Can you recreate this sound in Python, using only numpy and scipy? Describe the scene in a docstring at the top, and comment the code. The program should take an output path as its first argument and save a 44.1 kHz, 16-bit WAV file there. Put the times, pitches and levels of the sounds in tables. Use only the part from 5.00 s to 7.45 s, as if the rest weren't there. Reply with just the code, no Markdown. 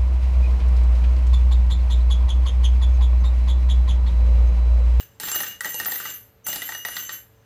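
"""A low rumble and hum fill a small room, and a bunch of jingle bells gives one faint chink.
From 0.2 s the bunch is jostled: loose pellets strike and roll inside the metal shells, whose close
pitches beat against each other, while the bunch knocks against something hard and hollow.
After a short lull it is jostled again, from about 1.45 s, and the ringing fades after 2.2 s."""
import sys
import numpy as np
from scipy import signal
from scipy.fft import rfft, irfft
from scipy.io import wavfile

SR = 44100
rng = np.random.default_rng(int(sys.argv[2]) if len(sys.argv) > 2 else 0)


def materialize(psi):
    """Save the field psi as 16-bit PCM at rate SR to the path in sys.argv[1].

    A 1-D psi becomes a single channel; in a 2-D psi each row is a channel.
    """
    bounded = np.clip(np.atleast_2d(psi).T, -1, 1)
    quanta = np.round(bounded * 32767).astype(np.int16)
    wavfile.write(sys.argv[1], SR, quanta)


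N = 108045
T = np.arange(N) / SR


def amp(db):
    """Turns decibels into a gain."""
    return 10 ** (np.asarray(db) / 20)


def unit(x):
    """Scales a sound to an average (rms) level of 1."""
    return x / np.sqrt(np.mean(x ** 2) + 1e-20)


def look_up(table, hz):
    """Reads between a table's rows on a log pitch scale."""
    pitches, values = np.transpose(table)
    return np.interp(np.log(hz + 1), np.log(pitches), values)


def add(mix, start_s, sound):
    """Mixes a sound in at its start time."""
    part = mix[max(round(start_s * SR), 0):][:len(sound)]
    part += sound[:len(part)]


def colour(x, table):
    """Shapes a sound's lows and highs, at an average level of 1."""
    gains = amp(look_up(table, np.fft.rfftfreq(len(x), 1 / SR)))
    return unit(irfft(rfft(x) * gains, len(x)))


def noise(t, table):
    """Random hiss, shaped by a table."""
    return colour(rng.standard_normal(len(t)), table)


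def sine(t, hz, phase):
    """A pure tone; phase is counted in cycles."""
    return np.sqrt(2) * np.sin(2 * np.pi * (hz * t + phase))


def fade(t, ring_s):
    """Falls by 60 dB in ring_s seconds."""
    return np.exp(-np.log(1000) * t / ring_s)


# the rumble's tone colour: pitch_hz, level_db
RUMBLE_COLOUR = [(36, -53), (50, 0.5), (110, 2), (160, -5.5), (700, -13.5), (1500, -18), (13000, -40.5)]
# the tones in the hum: pitch_hz, level_db
HUM_TONES = [(112.5, -62.5), (447, -68.5), (560, -71.5)]
def background():
    """The room rumbles and hums steadily."""
    hum = sum(amp(db) * sine(T, hz, rng.random()) for hz, db in HUM_TONES)
    return amp(-59) * noise(T, RUMBLE_COLOUR) + hum


def bell_tone(t, hz, phase, swing_s=.00002, swing_hz=4.1):
    """A bell's tone wavers as swinging changes its path to the ear."""
    return sine(t + swing_s * np.sin(2 * np.pi * swing_hz * t), hz, phase)


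# the shells' tones, in a high group and a top group: pitch_hz, share_db, ring_s
SHELL_TONES = [
    [(10384, -10, .36), (10811, -12, .28), (12070, -8, .25), (12145, 0, .44), (12345, -2, .25),
     (12756, -2, .27)],
    [(13871, -3, .2), (14636, 0, .22)],
]
# pellets hitting the shells: start_s, high_db, top_db, favoured_hz
PELLET_STRIKES = [(0, -54, -41, 10811), (0.2, -41.5, -47, 13871), (0.234, -45, -35, 13871),
                  (0.25, -41, -33.5, 10811), (0.285, -33, -48, 12756), (0.319, -36.5, -50, 10384),
                  (0.349, -33.5, -23.5, 10811), (0.401, -31, -30, 10811), (0.434, -49, -35, 14636),
                  (0.474, -40.5, -38.5, 12756), (0.609, -47, -41, 10811), (0.648, -40, -37.5, 12100),
                  (0.69, -36.5, -33, 13871), (0.745, -33, -44, 12145), (0.78, -37, -31.5, 13871),
                  (0.823, -41, -52, 10384), (0.86, -30, -24.5, 14636), (0.907, -33, -31, 12070),
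                  (0.927, -32, -32, 12756), (0.953, -31.5, -32, 14636), (1.031, -37, -42, 12160),
                  (1.093, -39, -52, 12170), (1.137, -37, -44, 12420), (1.443, -50.0, -52, 10384),
                  (1.465, -36.5, -29, 10384), (1.489, -33.5, -31.5, 11900), (1.527, -32.0, -37, 12756),
                  (1.561, -38.5, -46.5, 10384), (1.619, -36, -44, 12756), (1.649, -34, -42, 12756),
                  (1.726, -42.5, -41, 13871), (1.772, -42.5, -41, 13500), (1.853, -38.5, -35.5, 13871),
                  (1.898, -38.5, -59, 10384), (1.953, -38, -44.5, 12756), (1.981, -38, -36, 12756),
                  (2.022, -38, -40, 12756), (2.122, -35.5, -39, 12600)]
def pellet_strikes(chink_s=.0037, rise_s=.0044, choke_s=.0017, favour_db=11, uneven_db=1.5):
    """Each strike chinks and rings the shells, favouring one tone, until the next strike stops them."""
    out, t = np.zeros(N), T[:SR // 2]
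    ends = [row[0] for row in PELLET_STRIKES[1:]] + [T[-1]]
    chink_band = signal.butter(4, [12100, 14900], "band", fs=SR, output="sos")
    pitches = np.concatenate(SHELL_TONES)[:, 0]
    for (start_s, high_db, top_db, favoured_hz), end_s in zip(PELLET_STRIKES, ends):
        favoured = pitches[np.argmin(abs(pitches - favoured_hz))]
        hiss = unit(signal.sosfilt(chink_band, rng.standard_normal(len(t))))
        sound = amp(top_db + 1) * hiss * np.exp(-t / chink_s)
        for group, group_db in zip(SHELL_TONES, (high_db, top_db)):
            shares = amp([db + favour_db * (hz == favoured) - uneven_db * rng.standard_normal()
                          for hz, db, _ in group])
            gains = amp(group_db) * shares / np.linalg.norm(shares)
            for (hz, _, ring_s), gain in zip(group, gains):
                jolt = .19 * rng.standard_normal()  # the hit nudges the ringing out of step
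                sound += gain * fade(t, ring_s) * bell_tone(start_s + t, hz, jolt)
        rise = 1 - np.exp(-t / rise_s)
        choke = np.exp(-np.maximum(t - (end_s - start_s), 0) / choke_s)
        add(out, start_s, sound * rise * choke)
    return amp(4) * out


# the scraping's tone colour: pitch_hz, level_db
SCRAPE_COLOUR = [(30, -31), (190, 5), (1050, -3), (1600, 9), (2400, 4), (3900, 2.5), (9500, -4),
                 (11500, -11), (14600, 3), (15400, -34)]
# shell tones stirred by rolling: pitch_hz, level_db
STIRRED_TONES = [(2729, -4.5), (2880, -0.5), (2962, -19.5), (6137, 0), (7391, -3.5), (12345, -2.5),
                 (14636, -0.5)]
# how hard the pellets roll: time_s, level_db
ROLL_STRENGTH = [(0, -38), (.08, -61), (.195, -65), (.205, -35), (.48, -33), (.6, -57), (.66, -30),
                 (.72, -40), (1.1, -34), (1.23, -59.5), (1.43, -79), (1.47, -33.5), (1.76, -40),
                 (1.84, -49.5), (1.87, -41.5), (1.99, -36), (2.08, -45.5), (2.13, -36), (2.26, -67)]
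def pellets_rolling(clicks_per_s=2500, spread_db=5.5, ring_s=.12):
    """Rolling pellets make a stream of tiny clicks, which also ring the shells."""
    clicks = (rng.random(N) < clicks_per_s / SR) * rng.choice([-1, 1], N)
    clicks = clicks * amp(spread_db * np.minimum(rng.exponential(1, N), 3))
    t = T[:SR // 4]
    shell = fade(t, ring_s) * sum(amp(db) * sine(t, hz, rng.random()) for hz, db in STIRRED_TONES)
    scrape = amp(-6.5) * colour(clicks, SCRAPE_COLOUR)
    ringing = amp(-6) * unit(signal.fftconvolve(clicks, shell)[:N])
    return (scrape + ringing) * amp(np.interp(T, *np.transpose(ROLL_STRENGTH)))


def hit_level(x, db, first_s=.012):
    """Sets how loud a hit's first moments are."""
    return amp(db) * x / np.std(x[:round(first_s * SR)])


def hit_rise(t, rise_s=.00061):
    """The quick swell at the start of a hit."""
    return 1 - np.exp(-t / rise_s)


def knock_tone(t, hz, detune=.021, ring_s=.097):
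    """One dying tone of a knock, at a slightly different pitch each time."""
    hz = hz * (1 + detune * rng.standard_normal())
    return hit_rise(t) * fade(t, ring_s) * sine(t, hz, rng.random())


# tone colours of a knock's dull thud, snap and bright tick: pitch_hz, level_db
THUD_COLOUR = [(200, -13.5), (700, -3.5), (900, 4.5), (1100, -29.5), (3000, -43)]
SNAP_COLOUR = [(2000, -10.5), (4100, 4), (7000, -22)]
TICK_COLOUR = [(2000, -18.5), (5500, -6), (10300, -2.5), (11600, -15.5), (15500, -25)]
# the tones in its dry clack: pitch_hz, level_db
CLACK_TONES = [(1210, -4), (1350, -1), (1535, -0.5), (1640, -12.5)]
# knocks of the bunch: start_s, thud_db, clack_db, hollow_db, snap_db, tick_db
BUNCH_KNOCKS = [(0.1998, -47.5, -48, -44.5, -45, -40), (0.2338, -44, -40.5, -39.5, -41, -43),
                (0.254, -71, -59, -56, -41, -54.0), (0.274, -43, -45, -46, -40, -53),
                (0.285, -44, -37.5, -38.5, -35.5, -41.5), (0.316, -43, -37.5, -42.5, -39, -35.5),
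                (0.346, -48, -34.5, -46, -55, -41.5), (0.358, -38, -46, -36.5, -36, -64),
                (0.404, -38.5, -41.5, -33, -37, -42.5), (0.433, -50.0, -39.5, -34.0, -46, -44.5),
                (0.6073, -48.5, -36, -30, -42.5, -38.5), (0.6457, -43.5, -38.5, -29, -39.5, -42),
                (0.655, -40.5, -39, -32.5, -41.5, -51), (0.7435, -40.5, -69, -56, -48, -38.5),
                (0.7998, -41, -38, -29.5, -39, -40), (0.848, -57, -56, -57, -57, -40.5),
                (0.857, -41.5, -34, -35.5, -39.5, -47), (0.883, -43.0, -43.5, -39.5, -57, -55.0),
                (0.9195, -40.5, -52, -33.5, -37, -42), (0.958, -50, -47.0, -37.5, -44, -44),
                (1, -48.5, -35.5, -40.0, -55, -47), (1.054, -47, -36, -37.5, -43.5, -49),
                (1.4666, -45.0, -38.5, -41.5, -57, -37.5), (1.485, -41, -57, -58, -45, -41.5),
                (1.529, -44, -57, -38.5, -36.5, -39.5), (1.559, -41, -47, -43, -38, -39),
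                (1.619, -46.5, -42.5, -33.5, -38.5, -43.5), (1.69, -40, -39.5, -33.5, -43.5, -48),
                (1.7215, -47, -44, -36, -43, -49.5), (1.749, -47, -46, -38.5, -44, -47),
                (1.8502, -40, -39, -28.5, -38, -41.5), (1.885, -43, -41, -37.5, -45, -45.5),
                (1.9668, -54, -37, -33.5, -33, -46.0), (2.0923, -51, -40.5, -36, -38.5, -54)]
def knocks(thud_s=.007, clack_s=.013, hold_s=.01, snap_s=.0072, tick_s=.0019, chatter_s=.012):
    """The bunch hits something hard and hollow; each knock is its own mix of five short sounds."""
    out, t = np.zeros(N), T[:4096]
    hold = amp(-12) + np.exp(-(t / hold_s) ** 4)  # holds briefly, then drops to a quiet tail
    for start_s, thud_db, clack_db, hollow_db, snap_db, tick_db in BUNCH_KNOCKS:
        thud = noise(t, THUD_COLOUR) * hit_rise(t) * np.exp(-t / thud_s)
        clack = sum(amp(db) * knock_tone(t, hz) for hz, db in CLACK_TONES) * np.exp(-t / clack_s)
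        hollow = knock_tone(t, hz=1894) * hold
        snap = noise(t, SNAP_COLOUR) * np.exp(-t / snap_s)
        tick = noise(t, TICK_COLOUR) * (np.exp(-t / tick_s) + amp(-18) * np.exp(-t / chatter_s))
        for sound, db in [(thud, thud_db), (clack, clack_db - .5), (hollow, hollow_db + 1.5),
                          (snap, snap_db), (tick, tick_db + 4.5)]:
            add(out, start_s, hit_level(sound, db))
    return out


# pellets circling in the shells: start_s, length_s, pitch_hz, level_db
CIRCLING_PELLETS = [(0.228, 0.025, 2955, -47.5), (0.235, 0.1, 7370, -48), (0.28, 0.16, 6176, -44),
                    (0.314, 0.03, 7410, -32.5), (0.325, 0.089, 2880, -42), (0.345, 0.045, 6070, -41),
                    (0.474, 0.06, 2874, -47), (0.463, 0.1, 6175, -56), (0.665, 0.15, 7450, -50.5),
                    (0.715, 0.093, 6200, -45.5), (0.735, 0.11, 2876, -47.5), (0.763, 0.06, 2729, -51),
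                    (0.895, 0.026, 7440, -40), (1.046, 0.079, 2880, -51), (1.093, 0.072, 6180, -48.5),
                    (1.085, 0.037, 7350, -43.5), (1.442, 0.09, 6150, -50.5), (1.475, 0.035, 6090, -40),
                    (1.463, 0.026, 7380, -38.5), (1.475, 0.16, 2893, -49), (1.636, 0.048, 2994, -53.5),
                    (1.724, 0.29, 6055, -50), (1.73, 0.28, 2884, -49.5), (1.945, 0.23, 7391, -50.5),
                    (1.963, 0.2, 6210, -46), (1.978, 0.2, 2975, -56)]
def shells_singing(rise_cycles=28, sag_db=5.5, release_s=.028, twin_detune=.0086):
    """A circling pellet makes a lower shell tone swell and sag; then the tone dies away."""
    out, t = np.zeros(N), T[:SR // 2]
    for start_s, length_s, hz, db in CIRCLING_PELLETS:
        pitch_db = 4 - 2.8 * np.log2(hz / 2880)  # higher tones are turned down
        held = amp(db + pitch_db + sag_db * (1 - np.minimum(t / length_s, 1)))
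        rise = 1 - np.exp(-t * hz / rise_cycles)
        release = np.exp(-np.maximum(t - length_s, 0) / release_s)
        # a slightly different bell beats against the singing one
        twin_hz = hz * (1 + twin_detune * rng.uniform(-1, 1))
        twin = amp(-10.5) * bell_tone(start_s + t, twin_hz, rng.random())
        tone = bell_tone(start_s + t, hz, rng.random())
        add(out, start_s, held * rise * release * (tone + twin))
    return out


# a thump's tone colour: pitch_hz, level_db
THUMP_COLOUR = [(90, -15), (190, -1.5), (700, -26.5)]
# bumps of the bunch: start_s, level_db
BUMPS = [(.236, -43), (0.405, -47), (0.744, -51), (0.806, -42.5), (0.858, -48), (1.483, -47), (1.56, -50)]
def thumps(decay_s=.027):
    """The bunch makes low thumps as it bumps about."""
    out, t = np.zeros(N), T[:4096]
    for start_s, db in BUMPS:
        thump = noise(t, THUMP_COLOUR) * hit_rise(t) * np.exp(-t / decay_s)
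        add(out, start_s, hit_level(thump, db))
    return out


# how long the room rings: pitch_hz, ring_s
ROOM_RING = [(600, 0.3), (1800, 0.33), (4600, 0.23)]
def room_echo(x, first_echo_s=.0045):
    """Echoes off the walls blur into a short tail, each pitch dying at its own speed."""
    t = T[:SR // 2]
    echoes = rng.standard_normal(len(t)) * (rng.random(len(t)) < .1) * (t > first_echo_s)
    hz, times, bands = signal.stft(echoes, SR, nperseg=256)
    bands *= fade(times, look_up(ROOM_RING, hz)[:, None])
    _, tail = signal.istft(bands, SR, nperseg=256)
    return signal.fftconvolve(x, tail / np.linalg.norm(tail))[:N]


def scene():
    """Jingle and clatter over the room's rumble; the clatter echoes more."""
    jingle = pellet_strikes() + shells_singing()
    clatter = knocks() + thumps() + pellets_rolling()
    echo = room_echo(amp(-18) * jingle + amp(-6.5) * clatter)
    return (jingle + clatter + echo + background())[None]


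def record(dry):
    """Cuts the highest treble, above 16200 Hz."""
    treble_cut = signal.firwin(255, 16200, window=("kaiser", 9), fs=SR)
    return signal.oaconvolve(dry, treble_cut[None], "same")


dry = scene()
out = record(dry)
materialize(out)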